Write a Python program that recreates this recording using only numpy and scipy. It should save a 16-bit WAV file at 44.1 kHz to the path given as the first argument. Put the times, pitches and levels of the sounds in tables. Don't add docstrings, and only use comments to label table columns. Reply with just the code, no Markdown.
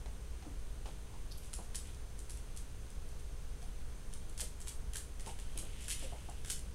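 import sys
import numpy as np
from scipy import signal
from scipy.fft import rfft, irfft, next_fast_len
from scipy.io import wavfile
from scipy.ndimage import uniform_filter1d

SR = 44100
rng = np.random.default_rng(int(sys.argv[2]) if len(sys.argv) > 2 else 0)


def generate_wav(signal):
    frames = np.transpose(np.atleast_2d(signal))
    scaled = np.clip(frames, -1, 1) * 32767
    pcm = np.round(scaled).astype(np.int16)
    wavfile.write(sys.argv[1], SR, pcm)


N = 297234
T = np.arange(N) / SR

# start_s, second_claw_lag_s, first_claw_db, second_claw_db, board_db
FOOTFALLS = [(1.5315, 0.0057, -51, -41, -49.5), (1.7463, .009, -47.5, -37, -46.5),
             (2.183, .0077, -61, -49, -67), (2.2959, 0.0094, -48, -48.5, -53.5),
             (2.5632, 0.0095, -53, -45.5, -64), (3.0894, 0.0075, -58, -69, -70),
             (3.6188, 0.008, -66, -56, -58), (4.1277, 0.0093, -61, -47.5, -55),
             (4.3775, 0.012, -44.5, -47, -55), (4.397, 0.0079, -45, -38.5, -44),
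             (4.6027, 0.012, -51.5, -51, -56), (4.6716, 0.01, -48, -44, -48.5),
             (4.9344, 0.0099, -44, -50, -49.5), (4.957, 0.012, -39.5, -41, -49),
             (5.1963, .0104, -54, -51.5, -51), (5.2617, 0.012, -52, -52, -50),
             (5.3887, 0.0094, -56, -53, -50.5), (5.5753, 0.011, -38.5, -45, -45.5),
             (5.8819, .0065, -42, -45, -42.5), (6.447, 0.012, -51, -52, -47), (6.482, .0103, -47, -53, -56),
             (6.5002, 0.0044, -36, -37, -43.5)]
# start_s, level_db
LONE_TAPS = [(1.3818, -54.5), (1.945, -56), (2.3725, -53), (2.903, -53.5), (4.296, -52), (5.8436, -55),
             (5.9933, -50), (6.1163, -67), (6.2977, -51.5), (6.592, -49.5)]


def claw_strikes(outer_lag_s=.0115, outer_fall_db=-10.5, board_fall_db=-7.5, tap_board_db=-17):
    hits = [(start_s, db, db + tap_board_db) for start_s, db in LONE_TAPS]
    for start_s, lag_s, first_db, second_db, board_db in FOOTFALLS:
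        paw = [(start_s, first_db), (start_s + lag_s, second_db)]
        for k in (1, 2):
            late_s = (k + rng.uniform(-.2, .2)) * outer_lag_s
            paw.append((start_s + lag_s + late_s, (first_db + second_db) / 2 + k * outer_fall_db))
        hits += [(at_s, db, board_db + k * board_fall_db) for k, (at_s, db) in enumerate(paw)]
    return hits


def chatter(length_s=.0034, ring_s=.0008, count=3, fall_db=-2.0):
    cluster = np.zeros(SR // 20)
    for k in range(count):
        at_s = (k + rng.uniform(0, 0.45)) / count * length_s
        add(cluster, at_s, undb(k * fall_db) * burst(ring_s, size=1024))
    return cluster


# freq_hz, gain_db
TICK_EQ = [(1500, -23.5), (3000, -3.5), (4500, 4), (6500, 4.5), (8000, 7), (9700, 7.5), (11000, 0.5),
           (13000, -5.5), (16000, -22)]
# freq_hz, gain_db
WOOD_EQ = [(300, -4.5), (700, -9), (1300, -4), (1900, -6), (2400, -5), (3150, -4.5), (4000, -8.5),
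           (6000, -8), (12000, -25)]


def claws(tick_gain_db=4, wood_gain_db=4.5, board_rise_s=.00063, board_ring_s=.003):
    tick, wood = np.zeros((2, N))
    for start_s, claw_db, board_db in claw_strikes():
        add(tick, start_s, undb(claw_db + tick_gain_db) * chatter())
        answer = burst(board_ring_s)
        attack = 1 - np.exp(-T[:len(answer)] / board_rise_s)
        add(wood, start_s, undb(board_db + wood_gain_db) * answer * attack)
    return colour(tick, TICK_EQ) + colour(wood, WOOD_EQ)


# peak_s, half_length_s, claw_rasp_db, board_rasp_db
PAW_DRAGS = [(.88, .04, -65, -64), (1.454, 0.063, -63, -69.5), (1.636, 0.04, -63.5, -77),
             (1.876, .063, -62.5, -65), (2.372, .04, -64, -71), (3.2, 0.028, -65, -75),
             (4.411, 0.017, -43, -55), (4.687, .032, -51, -64), (5.286, 0.053, -56.5, -62),
             (5.836, .074, -57, -59.5), (5.914, 0.033, -40.5, -50), (6.023, 0.077, -55.5, -58.5),
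             (6.48, .05, -60, -64), (6.519, .022, -47, -55.5)]
# peak_s, level_db, pitch_hz
SQUEAKS = [(1.32, -53.5, 4650), (1.322, -59, 11300), (1.38, -56.5, 11500)]


def paw_slides(roll_lag_s=.016, roll_half_s=.027, roll_db=-8, squeak_half_s=.018, squeak_width_hz=950):
    claw_band, board_band = (8200, 7000), (2820, 1530)  # centre_hz, width_hz
    shuffle = (5.9, .98, -66, -66)
    slides = [(start_s + roll_lag_s, roll_half_s, (first_db + second_db) / 2 + roll_db, *claw_band)
              for start_s, _, first_db, second_db, _ in FOOTFALLS]
    for peak_s, half_s, claw_db, board_db in PAW_DRAGS + [shuffle]:
        slides += [(peak_s, half_s, claw_db, *claw_band), (peak_s, half_s, board_db, *board_band)]
    return slides + [(peak_s, squeak_half_s, db, hz, squeak_width_hz) for peak_s, db, hz in SQUEAKS]


def scrapes(slips_per_s=900, scatter_db=4.0, gain_db=-0.5):
    track = np.zeros(N)
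    for peak_s, half_s, db, hz, width_hz in paw_slides():
        size = int(2 * half_s * SR)
        slips = (rng.random(size) < slips_per_s / SR) * rng.choice([-1, 1], size)
        clicks = slips * undb(scatter_db * rng.standard_normal(size))
        rasp = resonate(resonate(clicks, hz, width_hz), hz, min(3 * width_hz, SR / 3))
        add(track, peak_s - half_s, undb(db + gain_db) * np.hanning(size) * unit(rasp))
    return signal.sosfilt(signal.butter(4, [700, 11400], "bandpass", fs=SR, output="sos"), track)


# centre_hz, width_hz, gain_db
BOARD_MODES = [(1890, 250, -5), (3124, 540, -5), (5760, 330, -26), (8500, 1800, -8), (9770, 640, -4.5)]


def board_ring(x):
    return x + sum(undb(db) * resonate(x, hz, width_hz) for hz, width_hz, db in BOARD_MODES)


# start_s, ring_db, pitch_hz, thud_db, rattle_db, contact_s
KNOCKS = [(.059, -50, 715, -45, -51, 0.0047), (.424, -52, 750, -50.5, -56.5, 0.0097),
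          (.452, -48.5, 288, -54, -72, .026), (.857, -52.5, 855, -45.5, -53, 0.016),
          (1.135, -58, 990, -55, -63, .014), (1.588, -50, 850, -45.5, -66, 0.012),
          (3.622, -55.5, 726, -68, -66, 0.014), (4.418, -48, 530, -48.5, -66, 0.0065),
          (4.954, -44, 1710, -68, -60, 0.0044), (5.268, -47, 827, -47, -62, 0.02),
          (5.554, -53, 333, -49, -72, 0.011), (5.628, -59, 780, -45.5, -70, 0.011),
          (6.023, -51.5, 555, -50, -59, .018), (6.12, -49, 760, -47.5, -71, 0.015),
          (6.285, -46.5, 770, -50, -62, 0.009), (6.66, -49.5, 159, -62, -66, 0.033)]
# freq_hz, gain_db
THUD_EQ = [(60, -28), (150, 0.5), (300, -8), (550, -9.5), (800, -12.5), (2000, -33.5), (8000, -54)]


def knocks(ring_q=6, settle_s=.025, settle_db=-8.5, settle_pitch=.97):
    ring, thud, rattle = np.zeros((3, N))
    for start_s, ring_db, pitch_hz, thud_db, rattle_db, contact_s in KNOCKS:
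        blows = [(start_s, 1, pitch_hz), (start_s + settle_s, undb(settle_db), pitch_hz * settle_pitch)]
        for at_s, gain, hz in blows:
            push = burst(contact_s)
            body = resonate(resonate(push, hz, hz / ring_q), hz, 2 * hz / ring_q)
            add(ring, at_s, gain * undb(ring_db) * unit(body) * np.std(push))
            add(thud, at_s, gain * undb(thud_db) * burst(contact_s))
            add(rattle, at_s, gain * undb(rattle_db) * burst(contact_s))
    return ring + colour(thud, THUD_EQ) + colour(rattle, WOOD_EQ)


def room(x, wet_db, t60_s, build_s=.004, echo_s=.0097, echo_db=-14, blocks=48):
    t = T[:SR // 2]
    envelope = (1 - np.exp(-t / build_s)) * np.exp(-np.log(1000) * t / t60_s)
    out, size = x.copy(), N // blocks
    for start in range(0, N, size):
        tail = envelope * rng.standard_normal(len(t))
        tail *= rng.random(len(t)) < .15 + t / .04
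        response = undb(wet_db) * tail / np.linalg.norm(tail)
        response[int(echo_s * SR)] += undb(echo_db)
        add(out, start / SR, signal.fftconvolve(x[start:start + size], response))
    return out


# freq_hz, gain_db
RUMBLE_EQ = [(4, -3), (15, 7), (20, -1), (45, -0.5), (55, -6.5), (70, -9.5), (90, -14), (112, -13.5),
             (135, -21), (165, -18.5), (210, -24.5), (400, -30), (520, -30.5), (1000, -36.5), (1500, -56.5)]
# freq_hz, gain_db
HISS_EQ = [(590, -37), (1000, -3), (1190, -0.5), (1290, -1.5), (1480, -0.5), (1820, -3.5), (3140, -4.5),
           (5040, -7.5), (5650, -8), (6130, -4.5), (6650, -7), (7900, -7.5), (8770, -2.5), (9510, -6.5),
           (15800, -25)]
# pitch_hz, peak_level_db
HUM_TONES = [(59.8, -49.5), (119.8, -63), (414.5, -68), (473.7, -69.5), (6212, -77), (6331, -77)]


def room_tone(rumble_db=-42.5, hiss_db=-62, waver_db=0.6, drift_hz=0.457):
    rumble = undb(rumble_db) * unit(colour(rng.standard_normal(N), RUMBLE_EQ))
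    hiss = undb(hiss_db) * unit(colour(rng.standard_normal(N), HISS_EQ))
    hum = np.zeros(N)
    for hz, db in HUM_TONES:
        gain = undb(db - waver_db * drift(rate_hz=3.6))
        pitch_hz = hz + drift_hz * drift(rate_hz=5)
        hum += gain * np.sin(2 * np.pi * np.cumsum(pitch_hz) / SR)
    return rumble + hiss + hum


def undb(db):
    return 10 ** (np.asarray(db) / 20)


def unit(x):
    return x / np.sqrt(np.mean(x ** 2))


def add(track, start_s, sound):
    i = max(int(start_s * SR), 0)
    part = sound[:max(len(track) - i, 0)]
    track[i:i + len(part)] += part


def colour(x, eq):
    size = next_fast_len(N + SR // 2, True) // 2 * 2
    hz, db = np.transpose(eq)
    bins_hz = np.maximum(np.arange(size // 2 + 1) * SR / size, 1)
    gain = unit(undb(np.interp(np.log(bins_hz), np.log(hz), db)))
    cepstrum = irfft(np.log(gain))
    cepstrum[1:size // 2] *= 2
    cepstrum[size // 2 + 1:] = 0
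    return irfft(rfft(x, size) * np.exp(rfft(cepstrum)))[:N]


def resonate(x, hz, width_hz):
    return signal.lfilter(*signal.iirpeak(hz, hz / width_hz, fs=SR), x)


def drift(rate_hz):
    size = int(SR / rate_hz)
    stairs = np.repeat(rng.standard_normal(N // size + 1), size)
    return unit(uniform_filter1d(uniform_filter1d(stairs, size), size)[:N])


def burst(decay_s, size=4096):
    fade = np.exp(-np.arange(size) / SR / decay_s)
    return unit(rng.standard_normal(size) * fade) * np.sqrt(np.mean(fade ** 2))


def scene():
    paws = room(board_ring(claws() + scrapes()), wet_db=-3.0, t60_s=0.26)
    bumps = room(knocks(), wet_db=-7, t60_s=.2)
    return (paws + bumps + room_tone())[None]


def record(dry):
    top_hz = 15750
    return signal.sosfilt(signal.ellip(10, .2, 70, top_hz, fs=SR, output="sos"), dry)


dry = scene()
out = record(dry)
generate_wav(out)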